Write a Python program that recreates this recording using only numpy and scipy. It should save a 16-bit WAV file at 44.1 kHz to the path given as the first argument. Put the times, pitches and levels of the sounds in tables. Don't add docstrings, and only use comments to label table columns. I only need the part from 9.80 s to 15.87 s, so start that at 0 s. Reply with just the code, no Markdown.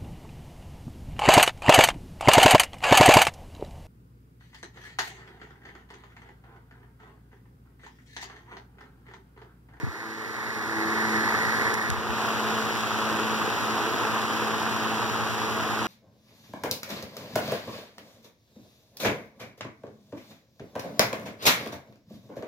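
import sys
import numpy as np
from scipy import signal
from scipy.fft import rfft, irfft
from scipy.io import wavfile
from scipy.ndimage import uniform_filter1d

SR = 44100
rng = np.random.default_rng(int(sys.argv[2]) if len(sys.argv) > 2 else 0)


def to_wav(sig):
    pcm = np.clip(np.atleast_2d(sig), -1, 1) * 32767
    pcm = np.round(pcm).astype(np.int16)
    wavfile.write(sys.argv[1], SR, pcm.T)


N = 267687
TIME = np.arange(N) / SR
FREQS = np.arange(N // 2 + 1) * SR / N

SHAFT_HZ = 27.45
BLADES = [1.86, 3.6, 3.2, 1.9]


def undb(db):
    return 10 ** (np.asarray(db) / 20)


def rms(x):
    return np.sqrt(np.mean(x ** 2))


def level_curve(table):
    t, db = np.transpose(table)
    return np.interp(TIME, t, db)


def colour(x, gain):
    return irfft(rfft(x) * gain, N)


def bell(hz, width):
    return np.exp(-((FREQS - hz) / width) ** 2)


def port_gains(table):
    db = 0
    for hz, width, left_db, right_db in table:
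        db = db + np.outer([left_db, right_db], bell(hz, width))
    return undb(db)


def walk(rate):
    k = max(int(SR / rate), 2)
    steps = np.repeat(rng.standard_normal(N // k + 1), k)
    smooth = uniform_filter1d(uniform_filter1d(steps, k), k)[:N]
    return smooth / smooth.std()


def ramp(start, length):
    return np.clip((TIME - start) / length, 0, 1)


def finger_shade(start, hold):
    press_s, lift_s = 0.035, 0.16
    return ramp(start, press_s) - ramp(start + press_s + hold, lift_s)


def tone(cycles, lean, skew=0.28):
    phase = 2 * np.pi * cycles
    difference = lean * (np.sin(phase) - skew * np.cos(phase))
    return np.sin(phase) + np.array([[-1], [1]]) * difference


def shaft_turns():
    return np.cumsum(SHAFT_HZ * (1 + 0.001 * walk(1.45))) / SR


def air(turns, hiss_db, rise=0.24, eddy_db=1.35, flutter_db=0.31, spit_s=0.0015, hiss_hz=2400, hiss_depth=0.6):
    # f/Hz, level/dB per Hz common to both ports, level/dB per Hz opposite in them
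    spectrum = [(35, -63, -94), (70, -71, -76), (193, -63.5, -76), (316, -61.5, -80), (432, -62, -76.5),
                (567, -70, -76), (913, -64, -76), (1290, -63.5, -68.5), (1734, -65, -65),
                (2150, -67, -73.5), (4260, -80, -79), (6360, -82.5, -84), (8670, -97, -96.5),
                (15500, -97.5, -99.5)]
    # t/s, flare level/dB
    eddies = [(1.997, 3), (2.069, 4), (2.449, 7), (2.908, 8), (3.77, 12), (4.069, 7.5), (4.143, 10),
              (4.252, 12), (4.361, 9)]

    def turbulence(db):
        density = undb(np.interp(np.log(FREQS + 1), np.log(hz), db))
        return colour(rng.standard_normal(N), density * np.sqrt(SR / 2))

    hz, common_db, opposite_db = np.transpose(spectrum)
    common, opposite = turbulence(common_db), turbulence(opposite_db)
    ports = np.array([common + opposite, common - opposite])

    passes = turns * len(BLADES)
    blade = passes.astype(int) % len(BLADES)
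    age = passes % 1 / rise
    swish_db = np.array(BLADES)[blade] * age * np.exp(1 - age)
    spit_db = sum(db * np.exp(-((TIME - t) / spit_s) ** 2) for t, db in eddies)

    rush = colour(ports, 1 / (1 + (FREQS / hiss_hz) ** 4))
    hiss = ports - rush
    rush_gain = undb(swish_db + spit_db + eddy_db * walk(450) + flutter_db * walk(24.96))
    hiss_gain = undb(hiss_depth * (swish_db + eddy_db * walk(450)))
    return rush * rush_gain / rms(rush_gain) + hiss * undb(hiss_db) * hiss_gain / rms(hiss_gain)


def blade_tone(turns, db, order, smear, lean):
    cycles = order * len(BLADES) * turns + smear * walk(6)
    return np.sqrt(2) * undb(db) * tone(cycles, lean)


def blade_overtones(turns):
    # t/s, level/dB
    second_levels = [(0.12, -66), (0.27, -49.5), (0.53, -55.5), (1.36, -32.5), (1.46, -39.5), (2.17, -45),
                     (2.79, -36), (2.97, -42), (3.52, -35.5), (3.73, -44.5), (3.77, -59), (3.81, -46),
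                     (3.91, -36), (4.21, -58), (4.29, -40.5), (5.17, -38), (5.19, -41.5), (6.07, -40)]
    # t/s, level/dB
    third_levels = [(0, -55), (.3, -53), (.88, -50), (.98, -38), (1.45, -38.5), (1.8, -50), (2.3, -48),
                    (3.2, -42.5), (6.07, -48)]
    second_db = 4.5 + level_curve(second_levels)
    third_db = -0.5 + level_curve(third_levels) + 3 * walk(8)
    second = blade_tone(turns, second_db, order=2, smear=0.043, lean=0.037)
    third = blade_tone(turns, third_db, order=3, smear=0.15, lean=0.051)
    return second + third


def rotor(turns, drone_db, waver_db=0.24, smear=0.0061, drone_hz=200):
    # multiple of the shaft rate, level/dB, lean towards the right port (0-1)
    orders = [(2, -57, .22), (3, -48, .17), (4, -42.5, .28), (5, -59, .3), (6, -52, .04), (9, -54, .08),
              (10, -55, .08), (15, -57, .15), (16, -50, .27), (17, -52, .55), (20, -62, .6), (24, -62, .15)]
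    out = 0
    for order, db, lean in orders:
        level_db = db + waver_db * order * walk(11) + drone_db * (order * SHAFT_HZ < drone_hz)
        cycles = order * turns + smear * order * walk(9)
        out = out + np.sqrt(2) * undb(level_db) * tone(cycles, lean)
    return out


def motor_hum(drone_db):
    hum_hz, hum_db, hum_lean = 120, -43, 0.29
    return np.sqrt(2) * undb(hum_db + drone_db) * tone(hum_hz * TIME, hum_lean)


def drone_level():
    start_db, end_db = 0.5, 3.5
    return start_db + (end_db - start_db) * ramp(4.75, 0.55)


def loudness():
    hold_db, swell_from_db, swell_s = 0.56, -14, 1.344
    drift_from_s, drift_db_per_s = 4.1, 0.58
    swell = swell_from_db * (1 - ramp(0, swell_s))
    drift = drift_db_per_s * np.maximum(TIME - drift_from_s, 0)
    return hold_db + swell - drift - 3 * finger_shade(1.916, 0.28)


def past_case_and_hand(fan):
    # f/Hz, width/Hz, left port level/dB, right port level/dB
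    case_resonances = [(1836, 420, -3.5, -2.5), (5000, 4900, 0, 0.5), (11170, 4100, -6, 8.5)]
    # f/Hz, width/Hz, left port level/dB, right port level/dB
    hand_resonances = [(429, 24, 1, 3.5), (660, 98, -2, -2.5), (1927, 430, -11, 12), (2800, 540, -35, -5),
                       (4320, 230, 0, 5.5), (8600, 900, 0, -3.5), (10100, 1400, -1, 3)]
    bare = colour(fan, port_gains(case_resonances))
    cupped = 1 - ramp(2.0, 0.25)
    return (1 - cupped) * bare + cupped * colour(bare, port_gains(hand_resonances))


def handling(push_s=0.00099, ring_cycles=8.8, tick_t60_s=0.0038):
    # t/s, amplitude level/dB before push and decay, f/Hz
    bumps = [(0.031, -18.5, 260), (0.035, -14, 121), (0.068, -20.5, 240), (0.072, -21, 85),
             (1.936, -21, 215), (2.092, -18, 130), (2.11, -17.5, 85), (2.17, -24, 75), (2.29, -21, 70)]
    # t/s, peak level/dB, f/Hz, width/Hz
    ticks = [(1.9373, -25, 6000, 7000), (1.9416, -10.5, 4000, 9000), (1.9455, -27, 7500, 5000),
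             (2.028, -26, 6000, 8000), (2.1025, -14, 3500, 8000), (2.102, -17, 6000, 1600)]
    ports = np.zeros((2, N))
    for t, db, hz in bumps:
        age = np.maximum(TIME - t, 0)
        push = 1 - np.exp(-age / push_s)
        decay = np.exp(-np.log(1000) * age * hz / ring_cycles)
        ports[0] += undb(db) * push * decay * np.sin(2 * np.pi * hz * age)
    for t, db, hz, width in ticks:
        decay = (TIME >= t) * np.exp(-np.log(1000) * np.abs(TIME - t) / tick_t60_s)
        tick = colour(decay * rng.standard_normal(N), bell(hz, width))
        ports[1] += undb(db) * tick / np.abs(tick).max()
    return ports


def scene():
    turns = shaft_turns()
    drone_db = drone_level()
    hiss_db = -0.25 - 2.5 * finger_shade(2.12, 0.15)
    fan = undb(loudness()) * (air(turns, hiss_db) + rotor(turns, drone_db) + motor_hum(drone_db))
    fan = fan + blade_overtones(turns)
    return past_case_and_hand(fan) + handling()


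def record(dry):
    # f/Hz, share (0-1)
    crossfeed = [(1000, 0.89), (3000, 0.69), (16000, 0.92)]
    port_lag_s, low_cut_hz, top_hz = 0.000457, 61, 15800
    share = np.clip(np.interp(FREQS, *np.transpose(crossfeed)), 0, 1)
    delay = np.exp(-2j * np.pi * FREQS * port_lag_s)
    wide = dry - colour(dry[::-1], share * delay)
    rumble_cut = signal.butter(4, low_cut_hz, "high", fs=SR, output="sos")
    top_cut = signal.ellip(10, .2, 80, top_hz, fs=SR, output="sos")
    return signal.sosfilt(top_cut, signal.sosfilt(rumble_cut, wide))


dry = scene()
out = record(dry)
to_wav(out)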